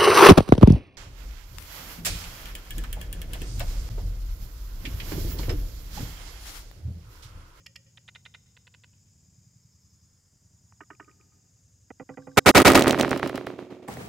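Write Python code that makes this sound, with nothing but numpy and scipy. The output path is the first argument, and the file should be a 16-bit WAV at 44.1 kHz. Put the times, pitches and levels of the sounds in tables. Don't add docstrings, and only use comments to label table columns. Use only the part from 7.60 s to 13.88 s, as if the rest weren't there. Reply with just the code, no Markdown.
import sys
import numpy as np
from scipy import signal
from scipy.io import wavfile
from scipy.ndimage import uniform_filter1d

SR = 44100
rng = np.random.default_rng(int(sys.argv[2]) if len(sys.argv) > 2 else 0)


def generate_wav(sig):
    pcm = np.round(np.clip(np.atleast_2d(sig).T, -1, 1) * 32767).astype(np.int16)
    wavfile.write(sys.argv[1], SR, pcm)


def boost(x):
    u = np.asarray(x, float) / 20
    return 10 ** u


N = 276869
TRUE_N = round(1.8 * SR)
MOUNT_PAN_DB = -5.0


def evened(x):
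    return x / np.sqrt(np.mean(x ** 2) + 1e-20)


def read(points, hz):
    f, value = np.transpose(points)
    return np.interp(np.log(hz + 1), np.log(f + 1), value)


def add(mix, start_s, sound, pan_db):
    part = mix[:, round(start_s * SR):][:, :len(sound)]
    part += boost(np.array([[pan_db], [-pan_db]]) / 2) * sound[:part.shape[1]]


def ring(modes, detune=0., rise_cycles=.8):
    t = np.arange(SR // 2) / SR
    x = 0
    for hz, db, t60 in modes:
        turns = hz * (1 + detune * rng.standard_normal()) * t
        envelope = boost(db - 60 * t / t60) * (1 - np.exp(-(turns / rise_cycles) ** 2))
        x = x + envelope * np.sin(2 * np.pi * (turns + rng.random()))
    return x / abs(x).max()


def scrape(ms):
    t = np.arange(SR // 50) / SR
    x = rng.standard_normal(len(t)) * np.exp(-2000 * t / max(ms, .1))
    return x / np.linalg.norm(x)


def noise(tone, same, lean_db, patchy_db):
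    hz = np.fft.rfftfreq(2048, 1 / SR)[:, None]
    a, b, c, d, patches = rng.standard_normal((TRUE_N // 512 + 5, 1025, 5)).T
    patches = uniform_filter1d(patches, size=20, axis=0)
    patches = evened(uniform_filter1d(patches, size=3, axis=1))
    same = np.clip(read(same, hz), -1, 1)
    lean = boost(read(lean_db, hz) / 2)
    left = a + 1j * b
    right = same * left + np.sqrt(1 - same ** 2) * (c + 1j * d)
    z = np.array([lean * left, right / lean])
    z *= boost(read(tone, hz) + patchy_db * patches)
    return evened(signal.istft(z, nperseg=2048, noverlap=1536)[1][:, :TRUE_N])


def hits(rows, modes, detune):
    out = np.zeros((2, TRUE_N))
    for start_s, db, ms, pan_db in rows:
        hit = signal.fftconvolve(scrape(ms), ring(modes, detune))
        add(out, start_s, boost(db) * hit / abs(hit).max(), pan_db)
    return out


# pitch_hz, level_db (per Hz)
WOOD_TONE = [(15, -40.5), (40, -38), (92, 1), (130, -7), (200, -14.5), (290, -25), (600, -32.5),
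             (4300, -41.5), (5100, -21.5), (5750, -30.5), (6800, -19.5), (7600, -27), (9000, -41.5),
             (16000, -43)]
# pitch_hz, likeness
WOOD_SAME = [(60, 1), (240, 0.96), (950, 0.29), (3770, 0.89), (15000, 0.62)]
# pitch_hz, pan_db
WOOD_LEAN = [(60, 0.55), (240, 0.27), (950, 0.51), (3770, 0.92), (15000, 0.49)]


def wood():
    duck_db = -9 * (np.arange(TRUE_N) > RUSH[2][0] * SR)
    return boost(-60.5 + duck_db) * noise(WOOD_TONE, WOOD_SAME, WOOD_LEAN, patchy_db=-2.0)


# pitch_hz, level_db, t60_s
CATCH_MODES = [(515, -38, 0.28), (545, -37, 0.29), (900, -17, .01), (1913, -9, 0.023), (1900, -24, 0.11),
               (2340, -4, 0.014), (2780, -5, 0.013), (3240, -4.5, 0.0062), (4400, -5, 0.0077),
               (5010, -7.5, .01), (7000, -7.5, 0.0064), (10940, -13.5, 0.0044)]
# start_s, level_db, scrape_ms, pan_db
CATCH_HITS = [
    (.0712, -42, 12, -7),
    (.0745, -32, 0.68, 1.5),
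    (.0776, -32.5, 1.9, -5),
    (.081, -53.5, 4.6, -25),
]


def catch():
    return hits(CATCH_HITS, CATCH_MODES, 0.018)


# pitch_hz, t60_s
TREE_DECAY = [(100, 0.38), (400, 0.64), (1500, 0.17), (4000, 0.44), (8000, 0.17), (15000, 0.35)]


def trees(x):
    taps = np.zeros((2, SR // 2))
    at = np.arange(300, SR // 2 - 20, 20) + rng.integers(0, 20, (2, (SR // 2 - 301) // 20))
    np.put_along_axis(taps, at, rng.choice([-1., 1.], at.shape), 1)
    hz, t, z = signal.stft(taps, SR, nperseg=256)
    decay = boost(-60 * t / read(TREE_DECAY, hz)[:, None])
    tail = signal.istft(z * decay, SR, nperseg=256)[1]
    tail = tail / np.linalg.norm(tail[0])
    return signal.fftconvolve(x.mean(0)[None], tail, axes=1)[:, :TRUE_N]


# pitch_hz, level_db, t60_s
GRIP_MODES = [(500, -18.5, 0.026), (950, -11.5, .012), (1450, -12, 0.014), (1960, -3.5, 0.013),
              (2453, -2.5, 0.013), (2884, -3, 0.011), (3460, -2.5, 0.0088), (4040, -7, .006),
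              (6060, -20, 0.0056), (10200, -22, .004)]
# start_s, level_db, scrape_ms, pan_db
GRIP_HITS = [
    (.209, -59, 1.7, -6),
    (.2113, -38.5, 4, -3),
    (.2167, -45, 1.2, -15),
    (.2185, -34.5, 7.3, 1),
    (.2208, -51.5, 3.5, -15),
    (.2245, -54, 5.4, -5),
    (.3553, -45.5, 4, -1),
    (.3615, -45, 2.1, -5),
    (.365, -55, 4.1, -4),
]


def grip():
    return hits(GRIP_HITS, GRIP_MODES, 0.028)


# pitch_hz, level_db, t60_s
SAFETY_MODES = [(406, -10.5, 0.045), (617, -13, .03), (904, -12, .03), (1178, -5.5, 0.034),
                (1250, -21, 0.17), (1500, -1, 0.034), (1873, -1, 0.023), (2210, -12.5, 0.021),
                (2900, -20.5, 0.011)]
# start_s, level_db, scrape_ms, pan_db
SAFETY_HITS = [
    (.8952, -35.5, 5.7, -3.5),
    (.9, -42.5, 3.7, -12),
    (.909, -58, 3, -3),
    (.9236, -54, 3.3, -6),
]


def safety():
    return hits(SAFETY_HITS, SAFETY_MODES, 0.0028)


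# start_s, level_db, scrape_ms, pitch_hz, t60_s
SPRINGS_AT = [
    (.897, -45, 4, 300, .05),
    (.92, -60, 9, 380, .08),
    (.905, -64, 9, 1230, .1),
    (.9422, -57, 1.5, 2450, .012),
    (1.24, -55, 6, 1550, .03),
    (1.238, -73, 12, 3800, .03),
    (1.255, -70, 15, 3750, .03),
    (1.272, -70, 15, 3800, .03),
    (1.289, -58, 5, 9000, .02),
]
# pitch_hz, pan_db
SPRING_PAN = [(2500, -6), (3700, 1.5)]


def springs():
    out = np.zeros((2, TRUE_N))
    for start_s, db, ms, hz, t60 in SPRINGS_AT:
        out += hits([(start_s, db, ms, read(SPRING_PAN, hz))], [(hz, 0, t60)], 0.)
    return out


# pitch_hz, level_db, t60_s
TRIGGER_MODES = [(144.4, -10, 0.2), (200, -10, .1), (270, -8, 0.28), (332, -11, .06), (395, -10.5, 0.064),
                 (505, -12.5, 0.3), (613, -7.5, 0.032), (800, -1, .025), (1050, -4, 0.022),
                 (1160, -23.5, 0.25), (1417, -4, 0.017), (1961, -6.5, 0.013), (2450, -13, 0.013)]
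# start_s, level_db, scrape_ms, pan_db
TRIGGER_HITS = [
    (1.1905, -33, 8.7, -6.5),
    (1.197, -37, 3, -1.5),
    (1.203, -46.5, 24, -5),
    (1.288, -44, 6.8, -19),
]


def trigger():
    return hits(TRIGGER_HITS, TRIGGER_MODES, 0.0046)


# start_s, level_db
RUSH = [
    (1.2945, -52),
    (1.2968, -36),
    (1.2978, -15),
    (1.303, -11),
    (1.3255, -11.5),
    (1.329, -6),
    (1.3325, -14),
]
# start_s, level_db
RATTLE_KNEE = (1.3977, -29.5)
# pitch_hz, level_db (per Hz)
RUSH_TONE = [(15, -52.5), (60, -2), (384, 5), (818, 1.5), (1290, -2), (1610, -6.5), (2220, -3.5),
             (3520, -9.5), (3920, -10.5), (14800, -23), (16000, -74.5)]
# pitch_hz, width_hz, level_db
RAIL = [(1260, 70, -1), (1420, 70, -3), (1890, 90, -3), (2240, 50, -2), (3800, 120, -14), (14800, 500, -16)]


def rush():
    treble_db, dulling_db_per_s, dullest_db = 1.5, 133.5, -8
    rattle_fade_db_per_s = 128.5
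    same = [(50, 0.13), (200, 0.7), (2000, 0.79), (5000, 0.25), (15000, 0.41)]
    lean_db = [(50, 1.0), (150, -5.5), (2000, -3.5), (6000, 0.0)]
    roar = noise(RUSH_TONE, same, lean_db, patchy_db=-0.5)
    grit = rng.standard_normal(TRUE_N)
    rail = 0
    for hz, width_hz, db in RAIL:
        resonance = signal.lfilter(*signal.iirpeak(hz, hz / width_hz, SR), grit)
        rail = rail + boost(db - 11.0) * evened(resonance)
    flutter_db = 1.8 * evened(uniform_filter1d(rng.standard_normal(TRUE_N), size=60))
    s, db = np.transpose(RUSH + [RATTLE_KNEE])
    t = np.arange(TRUE_N) / SR
    level_db = np.interp(t, s, db, left=-200) - rattle_fade_db_per_s * np.maximum(t - s[-1], 0)
    sunk_db = dulling_db_per_s * np.maximum(t - RUSH[-1][0], 0)
    treble = boost(np.maximum(treble_db - sunk_db, dullest_db))
    dull = signal.sosfiltfilt(signal.butter(2, 5500, fs=SR, output="sos"), roar)
    return (dull + (roar - dull + rail) * treble) * boost(level_db + flutter_db)


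# pitch_hz, level_db, t60_s
BOW_MODES = [(30, 3, 0.12), (82.3, 0.5, 0.2), (192, -2.5, .13), (270.3, -3, 0.56), (362, -6, 0.86),
             (404, -10.5, .5), (549.4, -12.5, 0.59), (627, -12.5, 0.51)]


def recoil():
    out = np.zeros((2, TRUE_N))
    add(out, RUSH[3][0] + 0.00309, boost(-13) * ring(BOW_MODES), MOUNT_PAN_DB)
    return out


# start_s, level_db, pan_db
SLAPS = [(1.3209, -7, -1), (1.3294, -10.5, 1.3), (1.338, -22, -0.5), (1.343, -31, -5.5),
         (1.3511, -16.5, -6.0), (1.3683, -14, -5.5), (1.3725, -25.5, -6), (1.3836, -19.5, -1.5),
         (1.3969, -12.5, -6.0), (1.4133, -22.5, -2), (1.4173, -35, -7.5), (1.4643, -43, -4),
         (1.479, -28.5, 3.5), (1.4823, -38, 3.5), (1.498, -39, 2.0), (1.4997, -45, 2.5)]
# pitch_hz, level_db, t60_s
METAL_MODES = [(2880, 3, .006), (3900, 12.5, .008), (5460, 4, .006), (7500, 7, 0.01), (9700, -25.5, 0.002)]
# pitch_hz, level_db, t60_s
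PORT_MODE = [(15800, 0, .012)]


def slaps(crack_db=5.0, ring_db=-9, port_db=-12):
    out = np.zeros((2, TRUE_N))
    thin = signal.butter(1, [1700, 6500], "band", fs=SR, output="sos")
    for start_s, db, pan_db in SLAPS:
        shared, own = scrape(.7), scrape(1.2)
        for side in (1, -1):
            crack = signal.sosfilt(thin, shared + 0.37 * side * own)
            crack = boost(db + crack_db) * crack / abs(crack).max() / 2
            add(out, start_s - .0002, crack, pan_db + 12 * side)
    metal = hits([(s, db + ring_db, 2.5, pan) for s, db, pan in SLAPS], METAL_MODES, 0.045)
    port = hits([(s, db + port_db, 1.5, pan) for s, db, pan in SLAPS], PORT_MODE, 0.00505)
    return out + metal + port


THUDS = [1.3351, 1.3459, 1.3564, 1.3682, 1.3849, 1.3945, 1.4104, 1.4211, 1.4428, 1.4548, 1.4694, 1.502,
         1.5245, 1.5357, 1.5587, 1.5702, 1.5913, 1.5987, 1.6118, 1.6198, 1.6422, 1.6527]
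# pitch_hz, level_db, t60_s
STOCK_MODES = [(129, -8, 0.07), (207, 0.5, 0.036), (271, 8, 0.031), (359, -0.5, 0.035), (403, 4, 0.027),
               (547, -0.5, 0.032), (626, -1, 0.035), (786, -1.5, 0.018), (920, -21.5, 0.022)]


def thuds():
    first_db, fade_db_per_s, top_db = -4.5, 125.5, -9
    swing_period_s, swing_peak_s, swing_db = .034, 1.5025, 4
    out = np.zeros((2, TRUE_N))
    for start_s in THUDS:
        db = min(first_db - fade_db_per_s * (start_s - THUDS[0]), top_db)
        db += swing_db * np.cos(2 * np.pi * (start_s - swing_peak_s) / swing_period_s)
        add(out, start_s - .003, boost(db - 1) * ring(STOCK_MODES, detune=.02), MOUNT_PAN_DB + .7)
    return out


# start_s, level_db
KNOCKS = [(1.3507, -6.5), (1.3602, -9.5), (1.3837, -13.5), (1.3978, -32), (1.4154, -30), (1.4189, -13.5),
          (1.4341, -11.5), (1.4465, -42), (1.4539, -37), (1.4656, -21), (1.481, -31), (1.5013, -22),
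          (1.5185, -45), (1.534, -32.5), (1.5535, -48), (1.5706, -42), (1.5905, -55.5)]


def knocks(width_ms=0.18):
    rebound_s, first_rebound_db, settling_db_per_s = .0063, -11, 73
    out = np.zeros((2, TRUE_N))
    u = np.arange(-200, 400) / SR * 1000 / width_ms
    swing = (u ** 2 - 1) * np.exp(-u ** 2 / 2) - .8 * np.exp(-5 * u ** 2)
    for s, db in KNOCKS:
        start_s = s - 200 / SR
        add(out, start_s, boost(db) * swing, MOUNT_PAN_DB)
        rebound_db = first_rebound_db - settling_db_per_s * (s - KNOCKS[0][0])
        add(out, start_s + rebound_s, boost(db + rebound_db) * swing, MOUNT_PAN_DB)
    return out


def scene():
    hands = catch() + grip() + safety() + springs() + trigger()
    airborne = rush() + slaps() + hands
    mounted = recoil() + thuds() + knocks()
    echoes = boost(-20.0) * trees(airborne + 0.5 * hands)
    return np.pad(airborne + mounted + echoes + wood(), ((0, 0), (0, N - TRUE_N)))


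# splice_number, slip_ms
SPLICE_SLIPS = [(0, .17), (1, 6.48), (2, -6.14), (3, 10.24), (4, -8.12), (5, 5.36), (6, 2.83), (7, -3.53),
                (8, 9.56), (9, -8.98), (10, -2.46), (11, -5.58), (26, -3.27), (27, 4.27), (28, 10.33),
                (29, -11.13), (30, -2.77),
                (35, -5.64), (36, -1.3), (37, 2.5), (38, -5.45), (39, -1.31), (40, -2.95), (41, -3.73),
              (42, 7.19), (43, -7.52), (44, -10.91), (45, 1.89), (46, -5.13), (47, 4.99), (48, -2.55),
              (49, -.75), (50, -2.21), (51, 7.55), (52, -2.12)]


def slowed(sound, slower=4, splices=53, search_ms=11):
    piece_s, first_s, fade_s, lead_s = .1192, .0198, .008, .1
    n = np.arange(N)
    starts = np.round((first_s + piece_s * np.arange(splices)) * SR)
    slip_ms = np.append(0, rng.uniform(-search_ms, search_ms, splices))
    for splice, ms in SPLICE_SLIPS:
        slip_ms[splice + 1] = ms
    jump_s = piece_s * (1 - 1 / slower)
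    back_s = jump_s * np.arange(splices + 1) - lead_s + slip_ms / 1000
    back = np.round(back_s * SR).astype(int)
    piece = np.searchsorted(starts, n, "right")
    old = np.maximum(piece - 1, 0)
    fade = np.clip((n - starts[piece - 1]) / (fade_s * SR), 0, 1) ** (piece > 0)
    return fade * sound[:, n - back[piece]] + (1 - fade) * sound[:, n - back[old]]


def band_limit(x):
    return signal.sosfilt(signal.butter(12, 16270, fs=SR, output="sos"), x)


def record(dry):
    overloaded = 1.05 * np.tanh(dry / 1.05)
    loud = signal.sosfiltfilt(signal.butter(8, 15800, fs=SR, output="sos"), overloaded)
    mix = np.clip(slowed(loud), -1, 1)
    return band_limit(mix)


dry = scene()
out = record(dry)
generate_wav(out)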